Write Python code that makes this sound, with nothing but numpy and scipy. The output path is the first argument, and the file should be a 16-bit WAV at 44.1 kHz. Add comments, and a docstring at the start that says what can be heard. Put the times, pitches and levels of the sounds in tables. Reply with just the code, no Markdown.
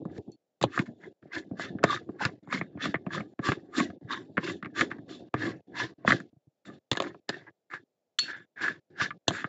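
"""Steel tube screwed onto a rifle muzzle

By hand, one wrist turn after another, in a small workshop; a noise gate silences the quiet gaps.
Random catches on the threads ring the tube's modes as grind and hiss, and the rifle's modes as rumble.
Short chatters of contacts strike the same modes as knocks of the loose fit; a finger ring pings.
Brief reflections and faint room air lie behind, through a narrow-band microphone.
"""
import sys
import numpy as np
from scipy import signal
from scipy.fft import rfft, irfft
from scipy.io import wavfile
from scipy.ndimage import uniform_filter1d

SR = 44100
rng = np.random.default_rng(int(sys.argv[2]) if len(sys.argv) > 2 else 0)


def digitize_waveform(pressure):
    """Quantize a signal to 16-bit integers and store it at the path in sys.argv[1].

    Rows of a 2-D input are taken as channels; values are limited to [-1, 1].
    """
    field = np.atleast_2d(pressure).T
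    bounded = np.clip(field, -1, 1)
    quanta = np.round(bounded * 32767).astype(np.int16)
    wavfile.write(sys.argv[1], SR, quanta)


N = 418068

# modes of the held rifle, before the damping each contact adds: pitch_hz, level_db, t60_s
RIFLE_MODES = [(140.6, -2.5, 0.059), (211, 1, 0.038), (315, 2.5, 0.07), (447.3, -6.5, 0.019),
               (700, -16, 0.057)]
# low modes of the tube, likewise: pitch_hz, level_db, t60_s
TUBE_LOW_MODES = [(978, -14.5, 0.043), (1178.6, -7, 0.061), (1712, 2.5, 0.034), (2078, -0.5, 0.027)]
# high modes of the tube, likewise: pitch_hz, level_db, t60_s
TUBE_HIGH_MODES = [(2655, -3, 0.057), (3553, 1.5, 0.05), (4500, -7, 0.033), (5770, -13.5, 0.027),
                   (7100, -5, 0.019)]
# the tube's main mode stands out of the grind as it seats: time_s, share_db
SINGING = [(0, -6), (7.4, -6.5), (8.3, 20), (9.48, 0)]
# steady rumble of the held rifle: time_s, level_db
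STEADY_RUMBLE = [(0, -40.5), (.3, -57), (.9, -52.5), (1.3, -55), (1.7, -45), (2.4, -52.5), (3.2, -53),
                 (4, -50.5), (5.8, -48), (6.3, -61), (8.3, -60.5), (9.48, -52.5)]
RUSTLE_DB = -82.5   # the hands never rest quite still


def threads():
    """Threads catch and slip: the tube grinds and hisses, the rifle rumbles in the hand."""
    grind_gain, hiss_gain, rumble_gain = rub_gains()
    singing_share = in_time(SINGING)

    mixed_modes = rubbed(TUBE_LOW_MODES, 1200, 5.0, 0.94, 7.4, 1300, 2200, -10.0, 5.4, glide=0.044)
    main_mode = rubbed(TUBE_LOW_MODES[2:3], 1500, 2.1, 0.58, 0, 1400, 2100, -5.0, 2.6)
    grinding = dull(mixed_modes + singing_share * main_mode, edge_hz=2200, order=4)
    grind = grind_gain * grinding / np.sqrt(1 + singing_share ** 2)   # singing shifts colour, not effort

    hissing = rubbed(TUBE_HIGH_MODES, 6000, 1.5, 0.22, 4.5, 2400, 5000, -1.5, 2.5, glide=0.02)
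    hiss = (hiss_gain + from_db(RUSTLE_DB)) * hissing

    rumbling = rubbed(RIFLE_MODES, 1200, 3.2, 0.57, 3.0, 80, 450, -6.0, 4.5, clumps_hz=14, glide=0.05)
    rumble = dull((rumble_gain + shaking() + in_time(STEADY_RUMBLE)) * rumbling)
    return gate_open(0.0059) * (grind + hiss + rumble)


# rubs, short slips and the tails of knocks: peak_s, swell_s, sag_s, grind_db, hiss_db, rumble_db
RUBS = [(0.179, 0.12, 0.011, -54.5, -67, -46), (0.615, .002, 0.049, -57, -44, -29.5),
        (0.786, 0.14, 0.088, -41, -48, -52), (0.859, .006, 0.075, -53.5, -66, -41.5),
        (1.047, 0.063, 0.074, -50.5, -64.5, -50.5), (1.357, 0.049, 0.085, -30, -41, -38),
        (1.621, 0.061, 0.13, -35, -42, -53.5), (1.925, 0.11, .1, -27, -36, -46),
        (2.226, 0.043, 0.11, -29, -39.5, -38), (2.539, 0.056, 0.13, -30, -41.5, -33.5),
        (2.845, 0.069, 0.11, -31.5, -36.5, -36), (3.141, 0.052, 0.12, -31.5, -42, -31.5),
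        (3.471, 0.061, 0.13, -29.5, -36.5, -36.5), (3.784, 0.063, 0.13, -29, -34.5, -24.5),
        (4.119, 0.045, 0.14, -33, -40.5, -38.5), (4.485, 0.12, 0.11, -36.5, -39, -34),
        (4.798, 0.065, 0.1, -28.5, -35.5, -29), (4.904, 0.0059, 0.13, -47, -62, -59.5),
        (5.098, 0.027, 0.19, -54, -48, -46), (5.46, 0.16, 0.13, -33.5, -44.5, -32),
        (5.807, 0.084, 0.12, -30.5, -37.5, -39), (6.096, 0.053, .14, -30, -34.5, -29),
        (6.672, 0.048, 0.19, -52.5, -60, -45.5), (7.039, 0.062, 0.13, -39, -51.5, -38),
        (7.342, 0.12, 0.16, -44, -56, -50.5), (7.477, 0.017, 0.04, -46.5, -95, -64),
        (7.749, 0.083, 0.069, -38, -58.5, -64), (8.199, 0.0092, 0.23, -68.5, -41, -53.5),
        (8.316, 0.12, 0.18, -38, -62, -67), (8.654, 0.11, 0.14, -28.5, -42.5, -42.5),
        (9.027, 0.069, 0.089, -25.5, -35, -47), (9.377, 0.15, 0.15, -35.5, -46, -54)]
SWELL_DB, SAG_DB, SAG_BEND = 34.5, 42, 1.38   # rise over swell_s, fall over sag_s, steeper towards its end
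HISS_STEEPNESS = 1.5   # times the rise in dB, so the hiss sets in later
RUMBLE_LAG_S = 0.021   # the rifle follows late
CREEP_DB, CREEP_DB_PER_S = -27, 182   # faint grind before the swell, re the peak, and its climb


def rub_gains():
    """Each rub, slip or tail swells to its peak and sags away; gains of grind, hiss and rumble."""
    t, gains = np.arange(N) / SR, np.zeros((3, N))
    # one row each for grind, hiss and rumble
    lag_s = np.array([[0], [0], [RUMBLE_LAG_S]])
    steepness = np.array([[1], [HISS_STEEPNESS], [1]])
    for peak_s, swell_s, sag_s, *levels_db in RUBS:
        first = max(0, int((peak_s - 2 * swell_s - 0.15) * SR))
        near = slice(first, int((peak_s + 3 * sag_s) * SR))
        from_peak_s = t[near] - peak_s - lag_s
        swell_db = -SWELL_DB * steepness * (np.maximum(-from_peak_s, 0) / swell_s) ** 2
        creep_db = CREEP_DB + CREEP_DB_PER_S * np.minimum(from_peak_s[0], 0)
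        swell_db[0] = np.maximum(swell_db[0], creep_db)
        sag_db = -SAG_DB * (np.maximum(from_peak_s, 0) / sag_s) ** SAG_BEND
        gains[:, near] += from_db(swell_db + sag_db + np.array(levels_db)[:, None])
    return gains


def rubbed(modes, catches_per_s, spread_db, damping, wander_db, low_hz, high_hz, broad_db, clump_db,
           clumps_hz=27, glide=0):
    """Tiny uneven catches drive modes damped by the grip; a broad scrape fills between. damping scales t60."""
    sizes = from_db(spread_db * np.minimum(rng.exponential(1, N), 5)) * rng.choice([-1, 1], N)
    caught = rng.random(N) < catches_per_s / SR
    grit = sizes * caught * from_db(clump_db * drift(clumps_hz))   # catches come in clumps
    rings = np.zeros(N)
    for k, (hz, level_db, t60_s) in enumerate(modes):
        share = from_db(wander_db * drift(5.0))   # each mode's share wanders
        rings += (-1) ** k * share * ring(grit * from_db(level_db), hz, t60_s * damping)
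    # pitches slide as the grip shifts
    rings = np.interp(np.arange(N) + np.cumsum(glide * drift(6)), np.arange(N), rings)
    scrape = rms_one(band(grit, low_hz, high_hz))
    rub = rms_one(rings) + from_db(broad_db) * scrape
    # the colour wanders, the effort does not
    return rub / np.sqrt(uniform_filter1d(rub ** 2, SR // 12) + 1e-9)


# the noise gate shuts and opens at set times: shut_s, open_s
GATE_SHUT = [(.36, .61), (1.13, 1.22), (2.395, 2.425), (3.34, 3.385), (3.985, 4.01), (5.29, 5.335),
             (5.61, 5.67), (5.94, 5.98), (6.3, 6.65), (6.79, 6.91), (7.2, 7.283), (7.51, 7.7),
             (7.84, 8.187), (8.455, 8.56), (8.8, 8.9), (9.18, 9.272)]


def gate_open(fade_s):
    """1 while the recorder's noise gate is open, 0 while shut, with short fades between."""
    on = np.ones(N)
    for shut_s, open_s in GATE_SHUT:
        on[int(shut_s * SR):int(open_s * SR)] = 0
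    return uniform_filter1d(on, int(fade_s * SR)) ** 2


# knocks of tube on rifle, as drive of each set of modes: time_s, clack_db, thud_db, tick_db, body_db
KNOCKS = [(0.051, -51, -32.5, -59, -32), (0.1776, -70, -36.5, -37.5, -52), (0.612, -33.5, -31, -27.5, -23),
          (0.625, -38.5, -39, -14, -35), (0.6364, -28, -24, -14.5, -10), (0.7746, -20, -38.5, -35, -26),
          (0.7893, -12, -25.5, -23, -39), (1.225, -50, -51, -83, -61), (1.51, -65, -31, -77.5, -41),
          (1.594, -30, -46, -31, -27), (1.784, -38, -47.5, -61, -56), (1.829, -22.5, -54, -43.5, -28.5),
          (1.837, -6, -19.5, -9.5, -6), (2.0888, -49, -31.5, -71, -36), (2.25, -11, -27.5, -13, -38),
          (2.472, -52.5, -44.5, -67, -36.5), (2.5245, -15, -45, -34, -28), (2.6105, -25.5, -36, -66, -26.5),
          (2.772, -43.5, -43.5, -74, -37), (2.8534, -25, -27, -23, -46), (2.9405, -18, -33, -55, -20.5),
          (2.9529, -21, -37.5, -67, -64), (3.0633, -31.5, -30, -61, -26), (3.177, -28.5, -47, -46, -52),
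          (3.205, -29.5, -37, -53, -42), (3.3895, -30.5, -29, -62.5, -29.5), (3.485, -12, -20, -26, -30.5),
          (3.5168, -16, -33.5, -25, -22), (3.7989, -16.5, -32.5, -18, -24), (3.8999, -40.5, -36, -56, -56),
          (4.1282, -22, -51, -37, -48), (4.369, -20, -36.5, -56, -37), (4.376, -16.5, -30, -43, -13),
          (4.6254, -26.5, -43.5, -49, -62), (4.645, -26.5, -49, -60, -50), (4.656, -28.5, -40, -47, -55),
          (4.808, -7.5, -40, -19, -47), (4.9125, -22.5, -39, -46, -34), (4.9824, -49.5, -42.5, -60, -45),
          (5.339, -18.5, -26.5, -33, -16.5), (6.047, -39, -37, -52.5, -22), (6.0749, -9.5, -25, -37, -16.5),
          (6.084, -21, -29, -36, -33), (6.103, -8, -38, -24, -20), (6.1188, -9, -27, -20, -29.5),
          (6.1997, -36, -43.5, -47, -44), (6.9134, -24, -30.5, -12.5, -19), (6.9286, -31, -42, -20.5, -27),
          (6.95, -29, -53, -39, -30), (6.961, -45, -64.5, -35, -45.5), (6.9698, -30, -38, -20.5, -22),
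          (7.0, -35, -32.5, -17, -14), (7.02, -45, -56, -24, -20.5), (7.1433, -45, -53, -93, -36.5),
          (7.2899, -24.5, -35, -16.5, -22.5), (7.2968, -35, -49, -29.5, -27.5),
          (7.7344, -23, -56, -48, -37), (8.186, -21.5, -61.5, -13.5, -58.5),
          (8.6794, -18.5, -74.5, -35, -38), (9.0115, -12, -33, -34, -45), (9.104, -25, -72, -46, -62),
          (9.279, -24, -26.5, -7.5, -13), (9.305, -25.5, -29.5, -34, -24.5), (9.441, -20.5, -38, -55, -27)]
# dull bumps as the rifle shifts in the hand: time_s, thud_db
BUMPS = [(0.0174, -37.5), (0.2772, -37), (1.7, -41), (1.75, -33), (2.751, -38), (2.886, -37), (4.045, -52),
         (6.328, -54), (6.3631, -58), (6.4707, -59)]
# the finger ring meets the tube and rings out: time_s, ping_db
PINGS = [(0.316, -60.5), (8.189, -20)]
# modes of the finger ring, before contact damping: pitch_hz, level_db, t60_s
FINGER_RING_MODES = [(4220, -3, .06), (4265, -7.5, .2), (4390, -0.5, .3), (6080, 3, 0.022),
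                     (7200, -3.5, 0.034), (10670, 14, .02)]
THUD_LAG_S = 0.021 / 8   # the heavy rifle answers a knock slightly late


def knocks():
    """The loose fit strikes: rifle thud and hollow body, clack and tick of the gripped tube, ring ping."""
    knock_s, clack_db, thud_db, tick_db, body_db = np.transpose(KNOCKS)
    bump_s, bump_db = np.transpose(BUMPS)
    ping_s, ping_db = np.transpose(PINGS)
    thud_s = np.r_[knock_s + THUD_LAG_S, bump_s]
    thud_db = np.r_[thud_db, bump_db]

    thud = struck(thud_s, RIFLE_MODES, thud_db, 0.72, 0.00059, 120, 1400, 15.0, push=True)
    clack = struck(knock_s, TUBE_LOW_MODES, clack_db, 0.29, 0.0053, 900, 3900, 21.0)
    tick = struck(knock_s, TUBE_HIGH_MODES, tick_db, 0.073, 0.0042, 1600, 4900, 11.6)
    body = struck(knock_s, RIFLE_MODES[4:], body_db + 6.5, 0.37, 0.0048, 340, 1300, 21.8)
    ping = struck(ping_s, FINGER_RING_MODES, ping_db, 0.59, 0.00075, 3800, 6200, 12.0, push=True)
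    return (dull(thud, edge_hz=1000) + dull(clack, edge_hz=2330, order=4) + tick
            + dull(body, edge_hz=1200) + gate_open(0.003) * ping)


def struck(times_s, modes, drive_db, damping, chatter_s, low_hz, high_hz, crack_db, push=False):
    """A short chatter of contacts strikes each mode with its own strength, over a band-passed crack."""
    t = np.arange(SR // 40) / SR
    at = (np.asarray(times_s) * SR).astype(int)[:, None] + np.arange(len(t))
    luck_db = rng.normal(0, 3.8, (len(at), len(modes)))
    # the parts meet within a few milliseconds, then settle
    swell = (1 - np.exp(-t / 0.0016)) * np.exp(-t / chatter_s)
    contacts = rng.standard_normal(at.shape) * (rng.random(at.shape) < 0.15) * swell
    contacts[:, SR // 450] += 2.2   # one contact stands out
    if push:   # all contacts press the same way
        contacts = np.abs(contacts) + swell
    contacts /= np.sqrt(np.sum(contacts ** 2, axis=1, keepdims=True) + 1e-12)

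    def chatter(db):
        """All chatters laid in time, each at its own level."""
        return np.bincount(at.ravel(), (contacts * from_db(db)[:, None]).ravel(), N)[:N]

    out = from_db(crack_db) * band(chatter(drive_db), low_hz, high_hz)
    for k, (hz, level_db, t60_s) in enumerate(modes):
        blow = chatter(drive_db + level_db + luck_db[:, k])
        out += (-1) ** k * ring(blow, hz, t60_s * damping)
    return out


SHAKE_DB, SHAKE_T60_S = -9, 0.19   # level against the thud drive, decay


def shaking():
    """Each thud or bump leaves the rifle shaking: a decaying gain for its rumble."""
    time_s, thud_db = np.transpose([(row[0], row[2]) for row in KNOCKS] + BUMPS)
    jolts = np.bincount((time_s * SR).astype(int), from_db(thud_db + SHAKE_DB), N)
    return signal.lfilter([1], [1, -from_db(-60 / (SHAKE_T60_S * SR))], jolts)


ROOM_T60_S, ROOM_DB = 0.072, -16.5


def workshop(x):
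    """Dense early reflections that die fast among shelves and tools: a decaying noise tail."""
    t = np.arange(SR // 4) / SR
    tail = rng.standard_normal(len(t)) * from_db(-60 * t / ROOM_T60_S) * (t > 0.004)
    return signal.fftconvolve(x, tail / np.sqrt(np.sum(tail ** 2)))[:N]


# spectrum shape of the room air: pitch_hz, relative level_db
HUSH_SHAPE = [(40, -11.5), (594, 0.5), (843, -10.5), (1050, -20), (7560, -26)]
HUSH_DB = -83


def hush():
    """Faint steady room air: noise shaped in frequency."""
    hz = np.arange(N // 2 + 1) * SR / N + 1
    shape_hz, shape_db = np.transpose(HUSH_SHAPE)
    shape = from_db(np.interp(np.log(hz), np.log(shape_hz), shape_db))
    return from_db(HUSH_DB) * rms_one(irfft(rfft(rng.standard_normal(N)) * shape, N))


def from_db(db):
    """Decibels to gain."""
    return 10 ** (np.asarray(db) / 20)


def in_time(rows):
    """Gain along a curve of levels: time_s, level_db."""
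    return from_db(np.interp(np.arange(N) / SR, *np.transpose(rows)))


def rms_one(x):
    """Scale to rms 1."""
    return x / np.sqrt(np.mean(x ** 2) + 1e-20)


def ring(clicks, hz, t60_s):
    """A two-pole resonator: a unit click sets a sine of height about 1 ringing."""
    r, w = from_db(-60 / (t60_s * SR)), 2 * np.pi * hz / SR
    return signal.lfilter([0, np.sin(w)], [1, -2 * r * np.cos(w), r * r], clicks + 1e-18)


def band(x, low_hz, high_hz):
    """Band-pass."""
    sos = signal.butter(2, [low_hz, high_hz], "band", fs=SR, output="sos")
    return signal.sosfilt(sos, x + 1e-18)


def dull(x, edge_hz=780, order=6):
    """Low-pass: heavy parts and soft contacts pass little that is bright."""
    return signal.sosfilt(signal.butter(order, edge_hz, fs=SR, output="sos"), x)


def drift(rate_hz):
    """Slow random wander of rms 1: noise through two equal one-pole low-passes."""
    r = np.exp(-2 * np.pi * rate_hz / SR)
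    slow = signal.lfilter([1], [1, -2 * r, r * r], rng.standard_normal(N + SR))
    return rms_one(slow[SR:])   # the first second lets the filter settle


def scene():
    """Hands and rifle close by, a little room that the noise gate also cuts, the hush."""
    near = threads() + knocks()
    room = from_db(ROOM_DB) * workshop(near) * gate_open(0.023)
    return (near + room + hush())[None]


BAND_HZ, STOP_HZ = 7600, 15700 * 1.03   # top of the main band; 60 dB down from here up


def record(dry):
    """A narrow-band microphone: no deep bass, a trace of treble above its band, faint hiss; the top is cut."""
    thin = signal.sosfilt(signal.butter(4, 100, "high", fs=SR, output="sos"), dry)
    narrow = signal.sosfilt(signal.cheby1(10, 1, BAND_HZ, fs=SR, output="sos"), thin)
    mic_hiss = from_db(-100) * rng.standard_normal(dry.shape)
    out = narrow + from_db(-35.0) * thin + mic_hiss
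    return signal.sosfilt(signal.cheby2(12, 60, STOP_HZ, fs=SR, output="sos"), out)


dry = scene()
out = record(dry)
digitize_waveform(out)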